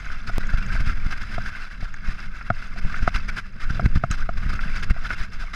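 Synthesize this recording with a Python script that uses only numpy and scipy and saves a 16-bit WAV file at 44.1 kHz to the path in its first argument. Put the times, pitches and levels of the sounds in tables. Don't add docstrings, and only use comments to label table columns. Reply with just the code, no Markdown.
import sys
import numpy as np
from scipy import signal
from scipy.io import wavfile

SR = 44100
rng = np.random.default_rng(int(sys.argv[2]) if len(sys.argv) > 2 else 0)


def waveform_to_disk(signal):
    frames = np.transpose(np.atleast_2d(signal))
    scaled = np.clip(frames, -1, 1) * 32767
    samples = np.round(scaled).astype(np.int16)
    wavfile.write(sys.argv[1], SR, samples)


N = 244755
TIME = np.arange(N) / SR


def amp(db):
    return 10 ** (np.asarray(db) / 20)


def unit(x):
    return x / np.sqrt(np.mean(x ** 2) + 1e-20)


def add(mix, s, sound):
    part = mix[max(round(s * SR), 0):][:len(sound)]
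    part += sound[:len(part)]


def fader(curve):
    return amp(np.interp(TIME, *np.transpose(curve)))


def colour(x, spectrum, peaks=(), size=16384):
    hz = abs(np.fft.fftfreq(size, 1 / SR))
    f, db = np.transpose(spectrum)
    db = np.interp(np.log(hz + 1), np.log(f + 1), db)
    for centre, width, lift in peaks:
        db = db + lift / (1 + (2 * (hz - centre) / width) ** 2)
    log_response = np.conj(signal.hilbert(np.log(amp(db))))
    impulse = np.fft.ifft(np.exp(log_response)).real
    return signal.fftconvolve(x, impulse)[:len(x)]


def noise(spectrum, n=N):
    return unit(colour(rng.standard_normal(n), spectrum))


def wander(depth_db, per_s):
    knots = rng.standard_normal(N // 20)
    return amp(depth_db * unit(np.interp(TIME * per_s, np.arange(len(knots)), knots)))


def grit(per_s, spread_db):
    size = amp(spread_db * np.minimum(rng.exponential(1, N), 4))
    return unit(size * rng.choice([-1, 1], N) * (rng.random(N) < per_s / SR))


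def ring(modes, tilt_db_per_oct=0, rise_s=0.0013):
    t = np.arange(SR // 6) / SR
    out = np.zeros(len(t))
    for k, (hz, db, t60) in enumerate(modes):
        lift_db = tilt_db_per_oct * max(np.log2(hz / 700), 0)
        out += (-1) ** k * amp(db + lift_db - 60 * t / t60) * np.cos(2 * np.pi * hz * t)
    return out * (1 - np.exp(-t / rise_s))


# t/s, level/dB
ROLL_FADER = [(0, -41), (.17, -42.5), (.24, -48.5), (.33, -37), (.64, -41.5), (.85, -40), (1.4, -44.5),
              (1.9, -46), (2.15, -43), (2.33, -45.5), (2.75, -42.5), (3.12, -37.5), (3.53, -49),
              (3.72, -43), (4.02, -49.5), (4.68, -40.5), (4.98, -41.5), (5.5, -47)]
# f/Hz, level/dB
CRUNCH_EQ = [(300, -11), (520, -21), (690, -11.5), (860, -16), (1080, -9), (1350, -1), (1560, 2),
             (1880, -8.5), (2110, -3.5), (2400, -10.5), (2730, -8), (2950, -52), (4000, -53.5)]
# f/Hz, level/dB
FIZZ_EQ = [(2000, -26.5), (2900, -1.5), (3900, -4), (4300, -6.5), (5050, 2), (5600, -8), (6400, -7),
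           (7300, -19), (8100, -20), (9800, -23), (10500, -19), (11300, -25.5), (13500, -29.5),
           (15500, -46)]
# f/Hz, width/Hz, gain/dB
CASE_RESONANCES = [(3120, 210, 5.5), (3190, 130, -5.5), (3493, 126, 7), (3610, 120, -3), (3980, 76, 8),
                   (6450, 220, -7.5), (7670, 210, 4.5), (8660, 380, 3.5)]
def gravel():
    rolling = fader(ROLL_FADER) * wander(depth_db=2.3, per_s=30)
    clumps = wander(depth_db=1.8, per_s=150)
    crunch = unit(colour(grit(per_s=3000, spread_db=1.5) * clumps, CRUNCH_EQ))
    sand = grit(per_s=16000, spread_db=2) * clumps
    fizz = unit(colour(sand, FIZZ_EQ, CASE_RESONANCES))
    coarse = amp(-5.5) * crunch + amp(-7.5) * pebbles(CRUNCH_EQ, 1210, 2723, decay_s=0.0053)
    fine = amp(-4.5) * fizz + amp(-10.5) * pebbles(FIZZ_EQ, 2986, 9070, decay_s=0.0018)
    spray = spray_envelope()
    coarse_gain = np.hypot(amp(4) * rolling, spray)
    fine_gain = np.hypot(amp(-8) * rolling, amp(-10) * spray)
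    return coarse * coarse_gain + fine * fine_gain


def pebbles(spectrum, low_hz, high_hz, decay_s, count=20):
    t = np.arange(SR // 40) / SR
    hits = grit(per_s=240, spread_db=3.5)
    stone = rng.integers(0, count, N)
    out = np.zeros(N)
    for k, hz in enumerate(np.geomspace(low_hz, high_hz, count)):
        tick = np.sin(2 * np.pi * hz * t) * np.exp(-t / decay_s) * (1 - np.exp(-t * hz))
        gain = amp(np.interp(hz, *np.transpose(spectrum)))
        out += gain * signal.oaconvolve(hits * (stone == k), tick)[:N]
    return unit(out)


# t/s, level/dB
SHAKE_FADER = [(0, -30.5), (.2, -32.5), (.36, -27), (.66, -23.5), (.9, -21), (1.15, -29.5), (1.42, -27),
               (1.66, -38.5), (1.8, -32.5), (2.65, -31), (3.08, -24.5), (3.48, -33.5), (3.64, -29.5),
               (3.82, -19.5), (4.05, -28), (4.45, -23), (4.92, -26.5), (5.55, -33)]
# f/Hz, level/dB
SWAY_EQ = [(3, -32.5), (9, 6.5), (14, 8), (21, 2), (32, -4.5), (50, -12.5), (80, -19), (130, -25),
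           (300, -80)]
# f/Hz, level/dB
RUMBLE_EQ = [(30, 8), (60, -20), (100, -1), (140, -3), (200, 0.5), (250, -9.5), (310, -21.5), (420, -22.5),
             (650, -24.5), (1500, -72)]
def shaking():
    shake = fader(SHAKE_FADER)
    sway = amp(4.5) * noise(SWAY_EQ) * shake
    rumble = noise(RUMBLE_EQ) * wander(depth_db=2.5, per_s=30)
    return sway + rumble * np.hypot(amp(-12) * shake, amp(-11) * spray_envelope())


# t/s, length/s, rattle level/dB, thump level/dB
BUMP_CUES = [(0.056, 0.021, -39, -31), (.125, 0.025, -34.5, -34), (0.286, 0.039, -32, -15),
             (0.412, 0.016, -32.5, -25), (0.506, 0.015, -35, -32), (0.542, .025, -31.5, -7.5),
             (0.584, 0.024, -32, -12), (0.746, 0.067, -30.5, -7.5), (0.807, 0.022, -30, -7.5),
             (0.873, 0.031, -31, -7), (0.901, 0.054, -32.5, -7.5), (1.066, 0.013, -32.5, -10.5),
             (1.122, 0.035, -27.5, -29), (1.18, 0.014, -35, -28), (1.223, 0.037, -32.5, -18.5),
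             (1.336, 0.053, -31.5, -34), (1.475, 0.053, -31.5, -18), (1.639, 0.075, -39.5, -48),
             (1.72, 0.037, -37.5, -28), (1.831, 0.054, -36, -13.5), (2.087, 0.035, -33, -10),
             (2.116, 0.033, -35.5, -30), (2.785, 0.03, -31.5, -30), (2.85, 0.078, -63, -8),
             (2.928, 0.022, -36, -22), (3.029, 0.019, -32.5, -9), (3.085, 0.024, -23, -20),
             (3.155, 0.028, -23.5, -11), (3.292, .025, -29, -18), (3.382, 0.04, -26.5, -34),
             (3.626, 0.052, -31.5, -31), (3.706, 0.019, -29, -8.5), (3.755, 0.064, -37, -24),
             (3.843, 0.029, -39, -7.5), (3.861, 0.012, -27, 3), (3.96, 0.015, -26, -2.5),
             (3.974, 0.022, -30, -4), (4.108, 0.012, -32.5, -8), (4.132, 0.049, -31.5, -27),
             (4.2, 0.073, -35.5, -32), (4.378, 0.019, -35.5, -19), (4.463, 0.017, -37.5, -9.5),
             (4.499, 0.018, -32, -28), (4.534, 0.022, -29.5, -16.5), (4.613, 0.019, -33.5, -28),
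             (4.77, 0.063, -29.5, -19), (4.837, 0.02, -24.5, -20), (4.909, 0.024, -25, -0.5),
             (5.06, .042, -32, -38), (5.121, 0.058, -29.5, -21), (5.213, 0.094, -32, -14.5),
             (5.34, 0.042, -35.5, -24), (5.418, 0.056, -33.5, -20.5), (5.545, 0.022, -26.5, -23)]
# f/Hz, level/dB
THUMP_EQ = [(20, 4), (100, 1), (200, 3), (290, -0.5), (420, -7), (700, -29), (2000, -27)]
def thumps(push_share=0.17, boom_db=-14, scrape_db=-26):
    rebound, push, booms = np.zeros((3, N))
    for s, length, _, db in BUMP_CUES:
        from_peak = np.hypot(TIME - s, 0.0004) / (push_share * length)
        push += amp(db) * np.exp(-from_peak)
        rebound += 0.27 * amp(db) * np.exp(-from_peak / 4)
        add(booms, s, amp(db + boom_db) * boom())
    scrape = noise([(300, 21), (900, 15), (2200, 6), (3200, -3), (6500, -48), (9000, -30), (15000, -39)])
    return colour(rebound - push, THUMP_EQ) + booms + amp(scrape_db) * scrape * push ** 2


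def spray_envelope(steepness=4.3):
    power = np.zeros(N)
    for s, length, db, _ in BUMP_CUES:
        from_middle = abs(2 * (TIME - s) / length)
        power += amp(db) ** 2 * np.exp(-2 * from_middle ** steepness)
    return np.sqrt(power)


def boom(centre_hz=95.8, spread_oct=0.49, decay_s=0.013):
    t = np.arange(SR // 6) / SR
    hz = centre_hz * 2 ** (spread_oct * rng.uniform(-1, 1))
    return np.sin(2 * np.pi * hz * t) * np.exp(-t / decay_s) * (1 - np.exp(-2 * hz * t))


# t/s, level/dB, f/Hz, decay/s
CLACK_CUES = [(0.102, -23.5, 1470, 0.0046), (.279, -24, 1670, 0.0019), (0.295, -32, 1430, .003),
              (.438, -19, 2010, 0.0026), (.493, -20, 1650, 0.0032), (0.893, -20.5, 1376, 0.0089),
              (1.128, -23, 1580, 0.0066), (1.943, -14, 1690, 0.0011), (2.411, -25, 1390, 0.0063),
              (2.943, -16, 1430, 0.0042), (2.993, -20, 1480, 0.0012), (3.145, -34, 1520, .006),
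              (3.285, -24, 1480, 0.013), (3.373, -20, 1420, 0.0047), (3.860, -15, 2110, 0.0012),
              (4.114, -21.5, 1300, 0.0055), (4.592, -17.5, 1400, 0.0044), (5.105, -16, 1453, 0.008)]
def stone_clacks(rise_s=0.00068):
    out, t = np.zeros(N), np.arange(SR // 20) / SR
    for s, db, hz, decay_s in CLACK_CUES:
        envelope = np.exp(-t / decay_s) * (1 - np.exp(-t / rise_s))
        tone = 0.74 * np.sin(2 * np.pi * hz * t)
        chatter = 0.5 * noise(CRUNCH_EQ, len(t))
        add(out, s - rise_s, amp(db) * envelope * (tone + chatter))
    return out


# t/s, level/dB
KNOCK_CUES = [(.297, -17.5), (.536, -21), (.755, -19.5), (1.381, -10), (1.827, -23.5), (2.503, 0),
              (2.762, -23.5), (3.077, 1), (3.796, -7), (4.038, -1.5), (4.291, -7.5), (4.964, -18),
              (5.439, -27)]
# f/Hz, level/dB, t60/s
FRAME_MODES = [(95, -12, 0.054), (197, -11, .04), (334, -11, 0.021), (694, -3.5, .027),
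               (1113, -10.5, 0.021), (1260, -7, 0.02), (1420, -2.5, 0.017), (1720, -14, 0.018),
               (2210, -11, 0.016), (2500, -30, 0.016), (5100, -28, 0.0072)]
def frame_knocks(rebound_s=0.00149, rebound=0.32, contact_s=0.00083, detune=0.0096):
    out, t = np.zeros(N), np.arange(SR // 50) / SR
    contact = np.exp(-(t / contact_s * 4 - 2) ** 2)
    contact /= contact.sum()
    grind_eq = [(400, -9.5), (950, 4), (1400, -5.5), (2500, -8), (6000, -30), (15000, -57)]
    for s, db in KNOCK_CUES:
        onset = s - rebound_s
        tilt_db_per_oct = 8 + 0.3 * db
        for at, share in [(onset, 1), (s, rebound)]:
            modes = [(hz * (1 + detune * rng.normal()), mode_db + rng.normal(), t60)
                     for hz, mode_db, t60 in FRAME_MODES]
            body = np.convolve(ring(modes, tilt_db_per_oct), contact)
            add(out, at, 0.57 * share * amp(db) * body)
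        grind = noise(grind_eq, len(t)) * np.exp(-t / 0.0036)
        add(out, onset, amp(db - 24) * grind)
        add(out, onset, amp(db - 16) * boom())
    return out


def click(at_s=0.3823, db=-11.5, decay_s=0.0054):
    age = TIME - at_s
    return amp(db) * (age > 0) * np.exp(-abs(age) / decay_s)


# t/s, level/dB
CHINK_CUES = [(.469, -35.5), (.663, -35), (1.230, -39), (1.939, -36), (3.86, -38), (4.112, -18)]
# f/Hz, level/dB, t60/s
METAL_MODES = [(2680, 6, 0.021), (3050, 9, 0.0086), (3990, 2, .025), (5650, 5, 0.017), (6340, -3, 0.046),
               (6550, 4, 0.024), (6800, -2, 0.026), (7800, -19, 0.066), (10900, -17, .015)]
def chain_chinks(scuff_decay_s=0.0028):
    out, metal = np.zeros(N), ring(METAL_MODES)
    t = np.arange(len(metal)) / SR
    scuff_eq = [(1500, -50), (3000, -23), (7500, 19), (9500, -4), (15000, -9)]
    for s, db in CHINK_CUES:
        scuff = noise(scuff_eq, len(t)) * np.exp(-t / scuff_decay_s)
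        add(out, s, amp(db) * (0.27 * metal + 0.21 * scuff))
    return out


def scene():
    mix = gravel() + shaking() + thumps() + frame_knocks() + stone_clacks() + chain_chinks() + click()
    return np.array([mix, mix])


def record(dry, threshold_db=-8, attack_s=0.0054, release_db_per_s=70, cutoff_hz=15600):
    peak_db = 20 * np.log10(abs(dry).max(0) + 1e-9)
    over_db = np.maximum(peak_db - threshold_db, 0)
    release_db = TIME * release_db_per_s
    held_db = np.maximum.accumulate(over_db + release_db) - release_db
    lag = np.exp(-1 / (attack_s * SR))
    duck_db = signal.lfilter([1 - lag], [1, -lag], held_db)
    lowpass = signal.firwin(255, cutoff_hz, window=("kaiser", 8), fs=SR)
    return signal.oaconvolve(dry * amp(-duck_db), lowpass[None], "same")


dry = scene()
out = record(dry)
waveform_to_disk(out)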